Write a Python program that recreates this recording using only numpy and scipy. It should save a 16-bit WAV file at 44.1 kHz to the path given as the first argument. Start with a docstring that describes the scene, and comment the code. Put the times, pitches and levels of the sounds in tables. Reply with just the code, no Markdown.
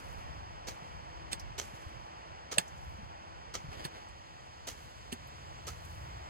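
"""Hoeing grassy soil

A hoe chops into soil about once a second: bursts of tiny cracks, a short ring, a thud and a fading treble hiss.
Sharp knocks close by, as of a shifting microphone mount, are noise bursts through ringing filters; soft bumps
are low waves. Ticks, trickling crumbs and boot scuffs fall between. Shaped noise makes a steady background hiss,
a swelling rumble, light gusts, a faint hiss as of distant insects and a thin high trill; wavering sines make a
faint motor hum.
"""
import sys
import numpy as np
from scipy.fft import rfft, irfft, next_fast_len
from scipy.io import wavfile
from scipy.ndimage import uniform_filter1d

SR = 44100
rng = np.random.default_rng(int(sys.argv[2]) if len(sys.argv) > 2 else 0)


def put_to_file(sound):
    """Save the sound as 16-bit audio at rate SR, in the file named by the first command-line argument."""
    columns = np.atleast_2d(sound).T  # one column per channel
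    safe = np.clip(columns, -1, 1)
    whole_steps = np.round(safe * 32767)
    wavfile.write(sys.argv[1], SR, whole_steps.astype(np.int16))


N = 277389
TIME = np.arange(N) / SR
SIZE = next_fast_len(N + 8192, True)
HZ = np.arange(SIZE // 2 + 1) * SR / SIZE

# Noise colours; only the shape counts, as power is evened out: (frequency [Hz], relative level [dB])
CRUNCH_COLOUR = [(90, -9.5), (450, 1.5), (900, 0), (1800, -6), (3500, -6.5), (4400, -2), (5100, -5.5),
                 (6200, -9.5), (7000, -5), (8000, -9.5), (9500, -19.5), (15500, -25)]
TAIL_COLOUR = [(300, -5), (700, -10), (1500, -6), (2700, -11.5), (4500, -17.5), (7200, -10.5),
               (9500, -19.5), (12000, -19.5), (15500, -34)]  # treble hiss that opens with each chop
SPRAY_COLOUR = [(3000, -26), (5500, -7.5), (8000, -2.5), (9500, -7.5), (11500, -6), (15500, -14)]  # tearing grass and trickling crumbs
BACKGROUND_COLOUR = [(60, -21), (150, -4.5), (280, -8.5), (500, -5), (900, 4), (1400, -6.5), (3100, -13),
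                     (3800, -18.5), (5600, -17), (6800, -27), (8500, -29.5), (15000, -87)]
INSECT_COLOUR = [(2000, -2.5), (4800, -4), (7000, -9), (12000, -28.5)]
RUMBLE_COLOUR = [(20, -44.5), (36, -14), (48, 3.5), (80, 6.5), (160, -3), (240, -47)]
WIND_COLOUR = [(20, -51), (40, -1), (65, 2), (100, -2.5), (160, -8), (260, -30.5), (600, -56)]
RUB_COLOUR = [(120, -13), (400, -0.5), (1100, -7.5), (2700, -3.5), (7000, -7.5), (9500, -23), (15500, -16)]
SNAP_COLOUR = [(2000, -15.5), (4500, -2), (8000, -2.5), (11500, 14), (15500, -7)]
BOOT_COLOUR = [(150, -1), (700, 5.5), (1300, 0), (2300, -4.5), (4800, -9.5), (7000, -18), (15000, -32.5)]

# Ringing parts, again only relative: (frequency [Hz], width [Hz], relative level [dB])
BLADE_MODES = [(2190, 390, -2), (3090, 450, -0.5), (4320, 380, -10), (5940, 1100, 0.5), (6230, 500, 0),
               (7350, 660, -8)]  # steel blade, damped by the soil
MOUNT_MODES = [(988, 1800, -22), (1880, 410, -6.5), (2664, 440, -4), (3470, 370, 0.5), (4300, 290, -2),
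               (6500, 1100, -11.5), (7770, 270, -4.5), (8320, 380, 2.5), (11030, 400, -8),
               (11750, 400, -11.5)]  # what rings in a knock
HOLLOW_MODES = [(910, 410, 1), (1600, 480, -2)]  # hollow ring of a knock

# Fixed phase offset, left port ahead of right: (frequency [Hz], phase [rad])
HOE_PHASE_LEAD = [(400, -.2), (1200, -4), (1800, -5.6), (2600, -6), (3400, -5.1), (5000, -5.1),
                  (6600, -6.5), (8200, -3.2), (10200, -6), (11700, -6.5)]
SHARED_PHASE_LEAD = [(0, 0), (400, -1.7), (3800, -9.4), (5400, -15.6), (6000, -15.4), (6700, -12.6),
                     (7600, -12.2), (8300, -9.7), (10300, -12.6), (12000, -14.7)]  # for the background, boots and knocks
# How alike the two ports are: (frequency [Hz], coherence [0 to 1])
HOE_ALIKE = [(200, 0.58), (2400, 0.78), (6000, 0.15), (11000, 0.38)]
BACKGROUND_ALIKE = [(900, 0.93), (2500, 0.54), (5600, 0.98), (7400, 0.69), (8500, 0.15)]
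KNOCK_ALIKE = [(1000, 0.89)]
# How much stronger the left port is: (frequency [Hz], left minus right [dB])
HOE_LEFT_GAIN = [(300, -1), (2500, -3.5), (8000, -2.5), (10500, 0.5)]
BACKGROUND_LEFT_GAIN = [(7500, -0.53), (8500, -6)]
KNOCK_LEFT_GAIN = [(2500, -2), (6000, -3), (7700, -4), (8400, -7.5), (10300, -1)]
HOE = HOE_PHASE_LEAD, HOE_ALIKE, HOE_LEFT_GAIN
BACKGROUND = SHARED_PHASE_LEAD, BACKGROUND_ALIKE, BACKGROUND_LEFT_GAIN
CLOSE = SHARED_PHASE_LEAD, KNOCK_ALIKE, KNOCK_LEFT_GAIN

# Hoe strokes, the first already over at the start; the crunch level is before the soil and blade trims:
# (blade meets soil [s], crunch level [dB], sinking time [s], low blade ring level [dB],
#  tearing grass level [dB], treble hiss level [dB])
HOE_STROKES = [(-.09, -38, 0.012, -52, -50, -59), (0.668, -38.5, 0.026, -52, -53.5, -64.5),
               (1.578, -35, 0.022, -51, -50, -54.5), (2.5116, -35, 0.02, -41, -55, -59),
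               (3.537, -37.5, 0.018, -40.5, -62, -66), (4.668, -36, 0.022, -49, -45.5, -59.5),
               (5.667, -38, 0.022, -42, -47.5, -61.5)]
# Stones nicked, roots snapping, clods landing, before the soil and blade trims:
# (time [s], level [dB], time to die by 60 dB [s])
STONE_HITS = [(0.6813, -31, 0.0024), (0.685, -33, 0.0045), (1.5886, -35, 0.023), (1.5993, -23, 0.0051),
              (1.6138, -38, 0.03), (2.5248, -29, .005), (2.54, -37.5, .006), (3.548, -41, 0.015),
              (3.5529, -22.5, 0.002), (3.5542, -35, 0.053), (4.6832, -34, 0.027), (4.7155, -45, .02),
              (5.6878, -33, 0.0035)]
# Loose crumbs trickling through grass: (thickest moment [s], half length [s], level [dB])
CRUMB_TRICKLES = [(0.085, 0.13, -69), (1.78, 0.19, -79), (2.88, 0.1, -72.5), (4.852, 0.082, -72),
                  (5.883, 0.16, -67)]
# Falling grit and dry stalk: (time [s], level [dB], pitch [Hz])
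GRIT_TICKS = [(1.397, -47.5, 5300), (2.68, -55, 6500), (2.778, -63, 6900), (4.088, -63.5, 7800),
              (5.274, -62, 11900)]
# A boot shifting in the clods: (heaviest moment [s], half length [s], level [dB])
BOOT_STEPS = [(3.732, 0.029, -50), (3.813, 0.055, -48), (3.958, 0.096, -54.5), (5.428, 0.24, -59.5)]
# Background hiss before its overall lift: (time [s], level [dB])
HISS_LEVEL = [(0.0, -54.5), (3.9, -56), (4.5, -58.5), (5.47, -57), (6.28, -54.5)]
# Far motor hum and whine, relative to the hum level: (frequency [Hz], level [dB])
MOTOR_TONES = [(80.7, -20), (326, -17.5), (497, -20.5), (1920, -19.5)]
# Gusts: (strongest moment [s], half length [s], level [dB])
WIND_GUSTS = [(0.352, 0.5, -49), (1.396, 0.51, -51.5), (2.92, 0.2, -47.5), (3.72, 0.19, -50)]
# Soft bumps on the microphone: (start [s], level [dB], pitch [Hz], time to die by 60 dB [s])
SOFT_BUMPS = [(0.822, -44, 165, 0.042), (1.735, -39, 134.5, 0.06), (1.864, -36, 85.6, 0.11),
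              (2.573, -31, 570, 0.043), (2.986, -44.5, 190.4, 0.11), (3.03, -37, 109.8, 0.059),
              (3.64, -39, 150.5, 0.1), (3.686, -34.5, 95.3, 0.055), (4.128, -47, 83, 0.14)]
# Sharp knocks; all levels but the thump are before shared trims:
# (time [s], crack level [dB], scuff level [dB], how early the scuff starts [s], bright snap level [dB],
#  thump level [dB], thump pitch [Hz], overtone pitch [Hz], clack level [dB], clack pitch [Hz],
#  hollow ring level [dB])
SHARP_KNOCKS = [(1.3309, -21.5, -33.5, 0.019, -55, -43.5, 195, 340, -29, 5270, -47),
                (2.5832, -9.5, -24, 0.0022, -52, -32, 170.6, 512, -15.5, 2650, -25.5),
                (3.8513, -34, -37, 0.013, -43, -34.5, 150.8, 360, -30.5, 4450, -34),
                (5.1269, -30, -37.5, 0.01, -41.5, -33, 236.6, 395.7, -31, 2950, -40)]

# The edge bites, presses harder while it sinks, then stops (STOP_S is a decay constant)
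BITE_S, PRESS_DB, STOP_S = 0.0045, 3, 0.0036
CRUMBLE_DB, CRUMBLE_T60_S = -4.5, 0.16  # the cut soil goes on crumbling
# The treble hiss opens, is held until HOLD after the chop, then fades; a faint floor of it is always there
TAIL_RISE_S, TAIL_HOLD_S, TAIL_FADE_DB_PER_S, TAIL_FLOOR_DB = 0.031, 0.062, 52, -82
GROUND_HZ, GROUND_DB, GROUND_T60_S = 381.5, -22, 0.07  # level against the chop's crunch level
BLADE_HZ, BLADE_T60_S = 1290, 0.092
RUMBLE_DB, SWELL_DB, SWELL_AT_S, SWELL_HALF_S = -72.5, -49.5, 6.1, 0.72
BREEZE_DB = -55.5  # light air between gusts
ZING_HZ, ZING_WIDTH_HZ, ZING_DB = 8330, 320, 6.5  # added to twice a knock's crack level
THUMP_T60_S, OVERTONE_DB = 0.064, -8  # overtone level is against the thump
INSECTS_DB, INSECTS_AT_S, INSECTS_HALF_S = -60, 5.2, 1.65
TRILL_HZ, TRILL_WIDTH_HZ, TRILL_DB, TRILL_AT_S, TRILL_HALF_S = 7570, 200, -76.5, 5.5, 1.5
CUTOFF_HZ = 15900


def from_db(db):
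    """Turn decibels into a plain gain."""
    return 10 ** (np.asarray(db) / 20)


def rms_one(x):
    """Scale to unit power."""
    return x / np.sqrt(np.mean(x ** 2) + 1e-20)


def over_hz(points):
    """Join a table's points with straight lines on a log-frequency axis."""
    hz, value = np.transpose(points)
    return np.interp(np.log(HZ + 1), np.log(hz + 1), value)


def drift(rate):
    """Wander between random values drawn rate times a second."""
    knots = rng.standard_normal(8192)
    return np.interp(TIME * rate, np.arange(len(knots)), knots)


def white():
    """Two unrelated streams of even noise."""
    return rng.standard_normal((2, N))


def colour(x, spectrum):
    """Give white sound a spectrum, keeping its power."""
    gain = rms_one(from_db(over_hz(spectrum)))
    return irfft(rfft(x, SIZE) * gain, SIZE)[..., :N]


def resonate(x, modes):
    """Pass white sound through ringing filters side by side, keeping its power."""
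    body = 0
    for hz, width, db in modes:
        damping = 1j * HZ * width
        body = body + from_db(db) * np.square(damping / (hz ** 2 - HZ ** 2 + damping))
    return irfft(rfft(x, SIZE) * body / np.sqrt(np.mean(abs(body) ** 2)), SIZE)[..., :N]


def ports(pair, phase, likeness, balance):
    """Mix two unrelated signals into left and right with a set likeness, phase offset and balance."""
    mid, side = rfft(pair, SIZE)
    alike = np.clip(over_hz(likeness), 0, 1)
    sign = np.array([[1], [-1]])  # left, right
    both = np.sqrt((1 + alike) / 2) * mid + sign * np.sqrt((1 - alike) / 2) * side
    turn = np.exp(0.5j * sign * np.interp(HZ, *np.transpose(phase)))
    gain = from_db(sign * over_hz(balance) / 2)
    return irfft(both * turn * gain, SIZE)[:, :N]


def grains(per_s, spread_db):
    """Two streams of tiny clicks of very unequal size, scaled to unit power."""
    sizes = from_db(spread_db * np.minimum(rng.exponential(1, (2, N)), 4))
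    sizes = sizes * rng.choice([-1, 1], (2, N))
    return rms_one(sizes * (rng.random((2, N)) < per_s / SR))


def bell(s, half):
    """A smooth rise and fall around the moment s."""
    return np.exp(-((TIME - s) / half) ** 2)


def swell(s, rise, t60):
    """Strength builds up to the moment s, then dies by 60 dB in t60 seconds."""
    building = np.clip(1 + (TIME - s) / rise, 0, 1)
    dying = np.exp(-np.log(1000) * np.clip((TIME - s) / t60, 0, 4))
    return np.sin(np.pi / 2 * building) * dying


def slip(envelope):
    """A burst of friction with its energy spread evenly over all pitches."""
    size = 8192
    start = np.argmax(envelope) - size // 8
    burst = rfft(rng.standard_normal((2, size)) * envelope[start:start + size])
    power = uniform_filter1d(abs(burst) ** 2, size=120) + 1e-18
    out = np.zeros((2, N))
    out[:, start:start + size] = irfft(burst * np.sqrt(power.mean() / power))
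    return out


def thud(s, db, hz, t60, rise=0.0033, width=0.303, apart=0.61):
    """A few uneven cycles, a little out of step at the two ports (apart: radians each way)."""
    uneven_hz = hz * (1 + width / 2 * drift(hz))
    phase = 2 * np.pi * np.cumsum(uneven_hz) / SR - apart * np.array([[1], [-1]])
    return from_db(db) * swell(s + rise, rise, t60) * np.sin(phase)


def bite(s, length):
    """The edge bites, presses harder while it sinks, and stops; the cut soil crumbles on."""
    sunk = np.clip((TIME - s) / length, 0, 1)
    after = np.clip(TIME - s - length, 0, 1)
    stopping = np.exp(-np.minimum(after / STOP_S, 20))
    crumbling = from_db(CRUMBLE_DB) * np.exp(-np.log(1000) * after / CRUMBLE_T60_S)
    pressing = np.clip((TIME - s) / BITE_S, 0, 1) * from_db(PRESS_DB * (sunk - 1.5))
    return pressing * np.maximum(stopping, crumbling)


def cuts(per_s=5000, spread_db=3.0, rough_db=2.0, lump_rate=400, soil_db=-3.0, blade_db=-7, stone_rise=0.0004):
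    """Roots and crumbs break in clumps under the blade; stones tick against it and the steel rings."""
    push = tear = stones = 0
    for s, db, length, _, tear_db, _ in HOE_STROKES:
        stroke = bite(s, length)
        push = push + from_db(db) * stroke
        tear = tear + from_db(tear_db) * stroke
    for s, db, t60 in STONE_HITS:
        stones = stones + from_db(db) * slip(swell(s, stone_rise, t60))
    clumps = from_db(rough_db * drift(lump_rate))
    soil = grains(per_s, spread_db) * push * clumps + stones
    steel = grains(per_s, spread_db) * push * clumps + stones
    grass = grains(per_s, spread_db) * tear * clumps
    crunch = from_db(soil_db) * colour(soil, CRUNCH_COLOUR)
    ring = from_db(blade_db) * resonate(steel, BLADE_MODES)
    return crunch + ring + colour(grass, SPRAY_COLOUR)


def treble_tail(per_s=2200, spread_db=1.0, rough_db=2.5):
    """A smooth treble hiss, made of dense clicks, opens with each chop and fades over about half a second."""
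    level = from_db(TAIL_FLOOR_DB)
    for s, *_, db in HOE_STROKES:
        fading = np.maximum(TIME - s - TAIL_HOLD_S, 0)
        opening = np.clip((TIME - s) / TAIL_RISE_S, 0, 1)
        level = level + opening * from_db(db - TAIL_FADE_DB_PER_S * fading)
    return colour(grains(per_s, spread_db) * level * from_db(rough_db * drift(45)), TAIL_COLOUR)


def ground():
    """Soil and blade answer each chop with a dull thud and a short low ring."""
    out = 0
    for s, db, length, ring_db, *_ in HOE_STROKES:
        start = s + length / 2
        out = out + thud(start, db + GROUND_DB, GROUND_HZ, GROUND_T60_S, width=0.98)
        out = out + thud(start, ring_db, BLADE_HZ, BLADE_T60_S, width=0.1795)
    return out


def background_hiss(lift_db=6, waver_db=0.5):
    """Smooth noise whose level wavers slightly."""
    level_db = np.interp(TIME, *np.transpose(HISS_LEVEL)) + lift_db + waver_db * drift(6.73)
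    return colour(white(), BACKGROUND_COLOUR) * from_db(level_db)


def motor_and_rumble(apart=0.21, hum_db=-50, tone_share=0.27, pitch_waver=0.00554, waver_db=3.0):
    """Motor sines waver together in pitch; low noise, with the lowest sine in it, swells unevenly once."""
    rumble = from_db(RUMBLE_DB)
    rumble = rumble + from_db(SWELL_DB) * bell(SWELL_AT_S, SWELL_HALF_S) * from_db(waver_db * drift(10))
    mid, side = colour(white(), RUMBLE_COLOUR) * rumble
    clock = np.cumsum(1 + pitch_waver * drift(7.2)) / SR  # time that runs a little unevenly
    hum = 0
    for hz, db in MOTOR_TONES:
        hum = hum + from_db(hum_db + db + waver_db * drift(3.3)) * np.sin(2 * np.pi * hz * clock)
    low_sine = np.sin(2 * np.pi * MOTOR_TONES[0][0] * clock)
    low_tone = tone_share * rumble * from_db(waver_db * drift(6.9)) * low_sine
    return hum, mid + low_tone + apart * side * [[1], [-1]]


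def background():
    """Hiss, insects and hum share a fixed phase offset between the ports; the rumble is nearly alike at both."""
    hum, rumble = motor_and_rumble()
    steady = background_hiss() + insects()
    steady[0] += hum
    return ports(steady, *BACKGROUND) + rumble


def wind(lumpy_db=3.5, lump_rate=22):
    """Eddies buffet each port on its own, harder in the gusts."""
    power = from_db(BREEZE_DB) ** 2
    for s, half, db in WIND_GUSTS:
        power = power + (from_db(db) * bell(s, half)) ** 2
    lumps = from_db(lumpy_db * np.stack([drift(lump_rate), drift(lump_rate)]))
    return colour(rms_one(white() * lumps) * np.sqrt(power), WIND_COLOUR)


def trickles(per_s=450, spread_db=2.2, rough_db=2.5, clump_rate=60):
    """Single crumbs patter down through dry grass."""
    flow = sum(from_db(db) * bell(s, half) for s, half, db in CRUMB_TRICKLES)
    clumps = from_db(rough_db * drift(clump_rate))
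    return colour(grains(per_s, spread_db) * flow * clumps, SPRAY_COLOUR)


def bumps():
    """Soft bumps shake the microphone without a crack."""
    return sum(thud(*bump) for bump in SOFT_BUMPS)


def knocks(rise=0.0011, crack_t60=0.0031, scuff_t60=0.071, snap_t60=0.052, scuff_delay=0.0014, rub_db=-1,
           level_db=-4):
    """A hard slip, bright snap and softer scuff set a stiff body ringing; a hard knock adds more zing."""
    crack = scuff = snap = zing = 0
    for s, db, scuff_db, early, snap_db, *_ in SHARP_KNOCKS:
        contact = slip(swell(s, rise, crack_t60))
        crack = crack + from_db(db) * contact
        zing = zing + from_db(2 * db + ZING_DB) * contact  # grows with the square of the strength
        scuff = scuff + from_db(scuff_db) * swell(s + scuff_delay, early + scuff_delay, scuff_t60)
        snap = snap + from_db(snap_db) * swell(s, rise, snap_t60)
    ringing = resonate(crack + white() * scuff / 2, MOUNT_MODES)
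    ringing = ringing + resonate(zing, [(ZING_HZ, ZING_WIDTH_HZ, 0)])
    rubbing = colour(white() * scuff * from_db(rub_db), RUB_COLOUR)
    return from_db(level_db) * (ringing + rubbing + colour(white() * snap, SNAP_COLOUR))


def clacks(rise=0.0015, clack_t60=0.012, clack_width_hz=550, hollow_t60=0.083):
    """Each knock lands on a different spot, with a clack of its own pitch and a hollow ring."""
    clack = hollow = 0
    for s, *_, db, hz, hollow_db in SHARP_KNOCKS:
        contact = slip(swell(s, rise, clack_t60))
        clack = clack + from_db(db) * resonate(contact, [(hz, clack_width_hz, 0)])
        hollow = hollow + from_db(hollow_db) * slip(swell(s, rise, hollow_t60))
    return clack + resonate(hollow, HOLLOW_MODES)


def thumps(width=0.2, rise=0.0046):
    """Each knock shakes the mount at a low pitch and one overtone."""
    out = 0
    for s, *_, db, hz, overtone_hz, _, _, _ in SHARP_KNOCKS:
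        start = s - rise / 2
        out = out + thud(start, db, hz, THUMP_T60_S, rise, width)
        out = out + thud(start, db + OVERTONE_DB, overtone_hz, THUMP_T60_S, rise, width)
    return out


def ticks(rise=0.0015, t60=0.071, width_hz=2600, dry_db=-5):
    """Each small fragment gives a dry, bright tick around a pitch of its own."""
    out = 0
    for s, db, hz in GRIT_TICKS:
        contact = from_db(db) * slip(swell(s, rise, t60))
        out = out + resonate(contact, [(hz, width_hz, 0)])
        out = out + from_db(dry_db) * colour(contact, SPRAY_COLOUR)
    return out


def insects():
    """A faint high hiss, as of distant insects, grows in the second half and eases again."""
    return colour(white(), INSECT_COLOUR) * from_db(INSECTS_DB) * bell(INSECTS_AT_S, INSECTS_HALF_S)


def boots(per_s=1800, spread_db=3.0, rough_db=2.0):
    """A boot grinds clods into small cracks, duller than those of the blade."""
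    weight = sum(from_db(db) * bell(s, half) for s, half, db in BOOT_STEPS)
    return colour(grains(per_s, spread_db) * weight * from_db(rough_db * drift(60)), BOOT_COLOUR)


def trill(flutter_db=4, flutter_rate=40, pause_db=2.0, pause_rate=12):
    """A narrow high band of noise, as of an insect, flutters, comes and goes."""
    level_db = TRILL_DB + flutter_db * drift(flutter_rate) + pause_db * drift(pause_rate)
    band = resonate(white(), [(TRILL_HZ, TRILL_WIDTH_HZ, 0)])
    return band * from_db(level_db) * bell(TRILL_AT_S, TRILL_HALF_S)


def scene(clack_db=-4):
    """The hoe in the open air, with no walls to answer it."""
    digging = ports(cuts() + treble_tail() + trickles() + ticks(), *HOE) + ground()
    mount = ports(knocks() + from_db(clack_db) * clacks(), *CLOSE) + thumps() + bumps()
    return digging + ports(boots(), *BACKGROUND) + mount + background() + trill() + wind()


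def record(dry):
    """The top of the spectrum is cut steeply."""
    gain = 1 / np.sqrt(1 + (HZ / CUTOFF_HZ) ** 200)
    return irfft(rfft(dry, SIZE) * gain, SIZE)[:, :N]


dry = scene()
out = record(dry)
put_to_file(out)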